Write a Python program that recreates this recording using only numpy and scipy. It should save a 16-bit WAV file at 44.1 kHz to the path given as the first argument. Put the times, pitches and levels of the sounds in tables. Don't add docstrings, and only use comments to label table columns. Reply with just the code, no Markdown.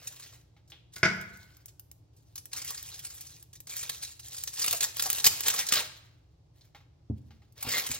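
import sys
import numpy as np
from scipy import signal
from scipy.fft import rfft, irfft, next_fast_len
from scipy.io import wavfile

SR = 44100
rng = np.random.default_rng(int(sys.argv[2]) if len(sys.argv) > 2 else 0)


def wrap_up_sound(samples):
    columns = np.atleast_2d(samples).T
    tamed = np.clip(columns, -1, 1)
    steps = np.round(tamed * 32767).astype(np.int16)
    wavfile.write(sys.argv[1], SR, steps)


N = 352491
T = np.arange(N) / SR

# (time [s], level [dB])
FOIL_CRUMPLES = [(0.0705, -27), (0.1587, -38.5), (0.2713, -40.5), (0.6755, -53.5), (0.6988, -40.5),
                 (0.934, -41.5), (0.9583, -31), (0.9794, -39), (1.6813, -36), (2.1636, -56),
                 (2.3548, -33.5), (2.3771, -31.5), (2.53, -23), (2.5626, -25.5), (2.616, -27.5),
                 (2.675, -31), (2.7056, -30), (2.744, -29.5), (2.7726, -36), (2.859, -36), (2.939, -34),
                 (3.0472, -30), (3.065, -32.5), (3.1015, -33), (3.211, -31), (3.266, -35.5),
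                 (3.5294, -36.5), (3.553, -39), (3.669, -31.5), (3.79, -29.5), (3.8294, -24), (3.893, -17),
                 (4.0736, -49), (4.1928, -31), (4.2517, -46.5), (4.343, -29), (4.3644, -33),
                 (4.3793, -29.5), (4.4734, -20.5), (4.6165, -21.5), (4.6412, -14.5), (4.6773, -12.5),
                 (4.7284, -18), (4.806, -15.5), (4.8267, -18.5), (4.8404, -17), (4.995, -14),
                 (5.057, -21.5), (5.1966, -25), (5.242, -8.5), (5.2524, -12), (5.2624, -8.5),
                 (5.2674, -11.5), (5.3234, -25.5), (5.3787, -31.5), (5.4814, -19.5), (5.5, -19.5),
                 (5.5383, -21), (5.5608, -24), (5.5887, -17), (5.6655, -24.5), (5.686, -20.5), (5.7218, -9),
                 (5.7355, -11), (5.754, -14.5), (5.8, -24.5), (7.6056, -33.5), (7.6254, -21),
                 (7.6869, -21.5), (7.7783, -16), (7.8634, -20.5)]
# (time [s], level [dB])
LONE_SNAPS = [(1.2124, -34), (1.3724, -42), (1.5693, -43), (1.6581, -33), (1.7958, -34), (1.9145, -35),
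              (2.3575, -29), (2.4563, -31), (2.6475, -27), (2.706, -23), (2.828, -29), (2.9925, -32),
              (3.2091, -31), (3.4266, -35), (3.6037, -31), (3.767, -22), (4.2842, -32), (4.4370, -21),
              (4.6631, -17), (4.71, -16), (4.7285, -14), (4.8327, -15), (4.9691, -23), (5.024, -13),
              (5.1012, -12), (5.1297, -15), (5.2704, -8), (5.407, -17), (5.4707, -20), (5.4827, -10),
              (7.524, -47), (7.9463, -25)]
# (time [s], pitch [Hz], peak [dB])
PATCH_POPS = [(2.707, 1100, -42), (4.733, 650, -32), (5.058, 750, -32), (5.539, 1000, -32),
              (5.764, 600, -30), (6.61, 4300, -49)]
# (start [s], length [s], level [dB], hollow body re level [dB])
FINGER_MOVES = [(-.1, 0.46, -54.5, -5), (0.918, 0.68, -61, -5), (2.122, 0.23, -71.5, -12.5),
                (2.511, .21, -43.5, -11.5), (2.675, 0.71, -43.5, -19.5), (3.665, 0.42, -37, -20.5),
                (4.213, 0.36, -41, -22.5), (4.559, 0.19, -29.5, -20), (4.793, 0.044, -35.5, -7.5),
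                (4.938, 0.54, -34, -16), (5.421, 0.19, -32, -10), (5.69, 0.101, -41, 5),
                (6.518, 0.16, -75, -6), (7.132, 0.6, -80, -3), (7.552, 0.11, -57, 4),
                (7.635, 0.14, -40, 1.5), (7.783, 0.17, -35, -13.5)]
# (frequency [Hz], level [dB])
CREASE_SPECTRUM = [(100, -27), (500, -23), (1200, -20), (2600, -13.5), (4300, -2.5), (6000, -.5), (8500, 0),
                   (12500, -4), (14000, -7.5), (16000, -11)]
# (frequency [Hz], level [dB])
TICK_SPECTRUM = [(300, -26), (2500, -24), (4500, -12), (7000, -3), (12500, 0), (16000, -4)]
# (frequency [Hz], level [dB])
SHEET_SPECTRUM = [(50, -7), (150, -3.5), (400, -8), (850, -7.5), (1100, -5.5), (1550, -0.5), (2150, 2),
                  (2900, 3), (4200, 5.5), (8000, -2)]
# (time [s], level [dB])
KNOCK_CONTACTS = [(0.964, -27.5), (1.03, 1), (1.0378, -5.5), (1.047, -12.5), (1.052, -3), (1.058, -7)]
# (frequency [Hz], level [dB], t60 [s])
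JAR_TOP_MODES = [(108, -23.5, .5), (155.6, -20, 0.43), (186.4, -19, 0.5), (216.5, -21, 0.69),
                 (330, -16.5, .2), (471.8, -14, 0.19), (600, -15.5, .1), (780, -14.5, 0.085),
                 (867, -13.5, .12), (1112, -15, .15), (1286, -14.5, .15), (1480, -4.5, .07),
                 (1470, -4, 0.2), (1744, -15, .15), (1990, -8.5, 0.13), (2100, -2, .13), (2037, 0.5, .07)]
# (frequency [Hz], level [dB])
CRACK_SPECTRUM = [(60, -9.5), (200, 0.5), (520, 0.5), (800, 1.5), (1050, -2), (1470, 6.5), (1750, -0.5),
                  (2100, 6.5), (2700, -6), (3300, -6.5), (4000, -13.5), (4850, -6), (6200, -11.5),
                  (12000, -33.5), (16000, -41.5)]
# (time [s], level [dB])
TABLE_THUDS = [(7.099, 9), (7.109, 5.5), (7.648, -10), (7.668, -2), (7.897, -5.5)]
# (frequency [Hz], level [dB], t60 [s])
PADDED_TABLE_MODES = [(78, -3.5, 0.27), (110.6, -4, 0.2), (133, 4.5, 0.093), (218.4, 0, 0.17),
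                      (252, -1, 0.058)]
# (time [s], level [dB])
JAR_TOUCHES = [(.565, -2.5), (.725, 2.5), (6.748, 11), (6.805, -4), (7.307, 2.5), (7.42, -4.5)]
# (frequency [Hz], level [dB], t60 [s])
HELD_JAR_MODES = [(820, 1, .09), (1276, -10, .07), (2105, -5, .07), (2186, -6, .07), (3106, -7, .04),
                  (3989, -7, .04)]
# (time [s], level [dB])
HOLLOW_BUMPS = [(7.738, -27.5), (7.757, -31), (7.781, -29.5)]
# (frequency [Hz], level [dB], t60 [s])
BUMP_MODES = [(1938, -4, .07), (2099, -1, .08)]
# (frequency [Hz], t60 [s])
REVERB_T60 = [(100, 1), (280, .55), (600, .75), (1500, .72), (4000, .58), (8000, .45), (15000, .3)]
# (frequency [Hz], level [dB])
RUMBLE_SPECTRUM = [(45, -3), (70, 2.5), (115, -1), (160, -4), (210, -27), (300, -12), (420, -20.5),
                   (800, -24.5), (1600, -38.5), (5000, -36), (16000, -56)]
# (frequency [Hz], correlation [0..1])
STEREO_LIKENESS = [(100, 1), (600, .14), (6000, .1), (9500, .9), (13000, .3)]
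# (frequency [Hz], level [dB])
PAD_SPECTRUM = [(50, -17), (120, 0.5), (250, 1.5), (450, -23.5), (1200, -25)]
SCUFF_SPECTRUM = [(300, -8.5), (800, -6.5), (1300, -3.5), (2150, -4.5), (4000, -4.5), (9000, -19)]
SCRAPE_SPECTRUM = [(1500, -17.5), (2700, -6), (3080, -5.5), (3400, 1), (3720, -5), (4300, -10),
                   (8000, -30)]

CRUMPLE_RISE_S, CRUMPLE_DECAY_S, DECAY_DOUBLING_DB = 0.0018, 0.0047, 36
GRIP_S, EASE_DB_PER_S, LET_GO_DB_PER_S = 0.047, 9.5, 243
SETTLE_DB, SETTLE_DB_PER_S = -17.5, 74.5
POP_Q, POP_DECAY_S = 5, 0.0097
RIGHT_LAG_S, BASS_CUT_HZ, TOP_CUT_HZ = 5.0e-5, 55, 15900


def crumples():
    push, t = np.zeros(N), T[:SR // 8]
    for time_s, db in FOIL_CRUMPLES:
        start = int(time_s * SR)
        decay_s = CRUMPLE_DECAY_S * 2 ** (-db / DECAY_DOUBLING_DB)
        rise = 1 - np.exp(-t / CRUMPLE_RISE_S)
        push[start:start + len(t)] += undb(db + 2) * np.exp(-t / decay_s) * rise
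    avalanche = scatter(creases(rate_hz=13000, spread_db=6) * push, decay_s=0.00063, tail_db=-6)
    flex = avalanche * push ** 0.58
    return undb(-8.5) * colour(avalanche, CREASE_SPECTRUM) + undb(0.5) * colour(flex, SHEET_SPECTRUM)


def rustle():
    level, body = handling()
    fizz_snaps = crackles(rate_hz=2800, spread_db=5, spurt_db=3.8)
    fizz = level * scatter(fizz_snaps, decay_s=.001, tail_db=4)
    ping_snaps = crackles(rate_hz=260, spread_db=4, spurt_db=1.5)
    pings = level * facets(ping_snaps, low_hz=2400, high_hz=12000, cycles=5)
    patch_snaps = crackles(rate_hz=600, spread_db=3, spurt_db=2)
    patches = level * body * facets(patch_snaps, low_hz=420, high_hz=2600, cycles=3.5)
    bright = undb(-2.5) * colour(fizz, CREASE_SPECTRUM) + undb(-13.5) * pings
    hollow = undb(8.5) * colour(fizz * body, SHEET_SPECTRUM) + undb(-4.5) * patches
    return bright + hollow


def handling():
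    t = T[::32]
    power, hollow_power = 1e-12, 1e-14
    for start_s, length_s, db, body_db in FINGER_MOVES:
        held_s = np.clip(t - start_s, 0, length_s)
        after_s = np.maximum(t - start_s - length_s, 0)
        grip = np.clip((t - start_s) / GRIP_S, 0, 1)
        release_db = np.maximum(-LET_GO_DB_PER_S * after_s, SETTLE_DB - SETTLE_DB_PER_S * after_s)
        move = grip * undb(db - EASE_DB_PER_S * held_s + release_db)
        power += move ** 2
        hollow_power += (move * undb(body_db)) ** 2
    return np.interp(T, t, np.sqrt(power)), np.interp(T, t, np.sqrt(hollow_power / power))


def lone_snaps():
    ticks = scatter(blows(LONE_SNAPS), decay_s=.0025, tail_db=4)
    shakes = blows([(time_s, 1.5 * db) for time_s, db in LONE_SNAPS])
    flex = scatter(shakes, decay_s=.003, tail_db=6)
    return undb(15) * colour(ticks, TICK_SPECTRUM) + undb(14) * colour(flex, SHEET_SPECTRUM)


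def pops():
    out = np.zeros(N)
    for time_s, hz, db in PATCH_POPS:
        flip = signal.lfilter(*signal.iirpeak(hz, POP_Q, fs=SR), burst(POP_DECAY_S))[:SR // 10]
        start = int(time_s * SR)
        out[start:start + len(flip)] += undb(db) * flip / np.abs(flip).max()
    return out


def creases(rate_hz, spread_db):
    happens = rng.random(N) < rate_hz / SR
    size = undb(spread_db * np.minimum(rng.standard_normal(N), 2.3))
    return unit(happens * size * rng.choice([-1, 1], N))


def crackles(rate_hz, spread_db, spurt_db):
    return unit(creases(rate_hz, spread_db) * undb(spurt_db * walk(rate_hz=60)))


def facets(snaps, low_hz, high_hz, cycles, count=16):
    facet, out = rng.integers(0, count, N), 0
    for k, hz in enumerate(np.geomspace(low_hz, high_hz, count)):
        radius = np.exp(-hz / cycles / SR)
        poles = [1, -2 * radius * np.cos(2 * np.pi * hz / SR), radius ** 2]
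        drive = snaps * ((facet == k) + 1e-9) + 1e-18 * T
        mode = signal.lfilter([1, 0, -1], poles, drive)
        out = out + mode * np.sqrt((1 - radius ** 2) / 2)
    return out


def scatter(snaps, decay_s, tail_db):
    pole = np.exp(-2 / (decay_s * SR))
    energy = signal.lfilter([1 - pole], [1, -pole], snaps ** 2 + 1e-18)
    tail = undb(tail_db) * np.sqrt(energy) * rng.standard_normal(N)
    return (snaps + tail) / np.hypot(1, undb(tail_db))


def buckle(x, depth_db, rate_hz, count=16):
    out = x
    for hz in np.geomspace(700, 13000, count):
        band = signal.lfilter(*signal.iirpeak(hz, Q=8, fs=SR), x)
        out = out + band * (undb(depth_db * walk(rate_hz)) - 1)
    return out


def jar_knock():
    contacts = blows(KNOCK_CONTACTS)
    crack = colour(convolve(contacts, burst(decay_s=0.0065))[0], CRACK_SPECTRUM)
    return undb(-23) * ring(contacts, JAR_TOP_MODES) + undb(7) * crack


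def table_thuds():
    push = np.hanning(60)
    thuds = convolve(blows(TABLE_THUDS), push / push.sum())[0]
    pad = colour(convolve(thuds, burst(decay_s=0.013))[0], PAD_SPECTRUM)
    return undb(-39) * ring(thuds, PADDED_TABLE_MODES) + undb(-13) * pad


def jar_touches():
    touches = blows(JAR_TOUCHES)
    scuffs = colour(scatter(touches, decay_s=0.026, tail_db=19.5), SCUFF_SPECTRUM)
    return undb(-62) * ring(touches, HELD_JAR_MODES) + undb(-35) * scuffs


def hollow_bumps():
    return ring(blows(HOLLOW_BUMPS), BUMP_MODES)


def metal_clink():
    scrape = scatter(blows([(.72, 0.0011)]), decay_s=0.024, tail_db=-0.5)
    return undb(-21) * colour(scrape, SCRAPE_SPECTRUM)


def room_echoes(x, early_db, early_s, late_db):
    hz, t, bins = signal.stft(diffuse(SR), SR, nperseg=256)
    early = undb(early_db) * np.exp(-t / early_s)
    late = undb(late_db - 60 * t / along(REVERB_T60, hz)[:, None])
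    tail = signal.istft(bins * (early + late), SR, nperseg=256)[1]
    onset = np.clip((T[:tail.shape[1]] - .001) / .002, 0, 1)
    return convolve(x, tail * onset)


def ventilation():
    rumble = np.array([colour(channel, RUMBLE_SPECTRUM) for channel in diffuse(N)])
    hum_hz = 116 + 3 * walk(rate_hz=1.4)
    hum = np.sin(2 * np.pi * np.cumsum(hum_hz) / SR) * undb(0.96 * walk(rate_hz=8))
    return undb(-59.5) * rumble + undb(-63.5) * hum


def diffuse(length):
    size = next_fast_len(length)
    likeness = np.clip(along(STEREO_LIKENESS, np.fft.rfftfreq(size, 1 / SR)), 0, .995)
    mid, side = rfft(rng.standard_normal((2, size)))
    mid *= np.sqrt((1 + likeness) / 2)
    side *= np.sqrt((1 - likeness) / 2)
    return irfft([mid + side, mid - side], size)[:, :length]


def right_lag(pair):
    size = next_fast_len(N + 64)
    lag = np.exp(-2j * np.pi * np.fft.rfftfreq(size, 1 / SR) * RIGHT_LAG_S)
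    right = irfft(rfft(pair[1], size) * lag, size)[:N]
    return np.array([pair[0], right])


def blows(rows):
    x = np.zeros(N)
    for time_s, db in rows:
        x[int(time_s * SR)] += undb(db)
    return x


def burst(decay_s):
    t = T[:SR // 4]
    x = rng.standard_normal(len(t)) * np.exp(-t / decay_s)
    return x / np.linalg.norm(x)


def ring(x, modes):
    t = T[:SR]
    response = sum(undb(db - 60 * t / t60_s) * np.sin(2 * np.pi * hz * t) for hz, db, t60_s in modes)
    return convolve(x, response)[0]


def colour(x, points, size=4096):
    gain = undb(along(points, np.fft.rfftfreq(size, 1 / SR)))
    cepstrum = irfft(np.log(gain))
    cepstrum[1:size // 2] *= 2
    cepstrum[size // 2 + 1:] = 0
    response = irfft(np.exp(rfft(cepstrum)))
    return convolve(x, response / np.linalg.norm(response))[0]


def convolve(x, response):
    return signal.oaconvolve(np.atleast_2d(x), np.atleast_2d(response), axes=1)[:, :N]


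def along(points, hz):
    point_hz, value = np.transpose(points)
    return np.interp(np.log(hz + 1), np.log(point_hz), value)


def walk(rate_hz):
    knots = rng.standard_normal(N // 40)
    return np.interp(T * rate_hz, np.arange(len(knots)), knots)


def undb(db):
    return 10 ** (np.asarray(db) / 20)


def unit(x):
    return x / np.sqrt(np.mean(x ** 2))


def scene():
    foil = buckle(undb(-3) * rustle() + crumples(), depth_db=4.2, rate_hz=40)
    near = foil + lone_snaps() + pops() + table_thuds() + jar_touches() + hollow_bumps()
    far = jar_knock() + metal_clink()
    near_echoes = room_echoes(near, early_db=-27.5, early_s=.005, late_db=-42.5)
    far_echoes = room_echoes(far, early_db=-40, early_s=0.027, late_db=-38.5)
    return right_lag(near + far + near_echoes + far_echoes + ventilation())


def record(dry):
    bass_cut = signal.butter(3, BASS_CUT_HZ, "highpass", fs=SR, output="sos")
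    top_cut = signal.ellip(10, .2, 90, TOP_CUT_HZ, fs=SR, output="sos")
    return signal.sosfilt(np.vstack([bass_cut, top_cut]), np.tanh(dry))


dry = scene()
out = record(dry)
wrap_up_sound(out)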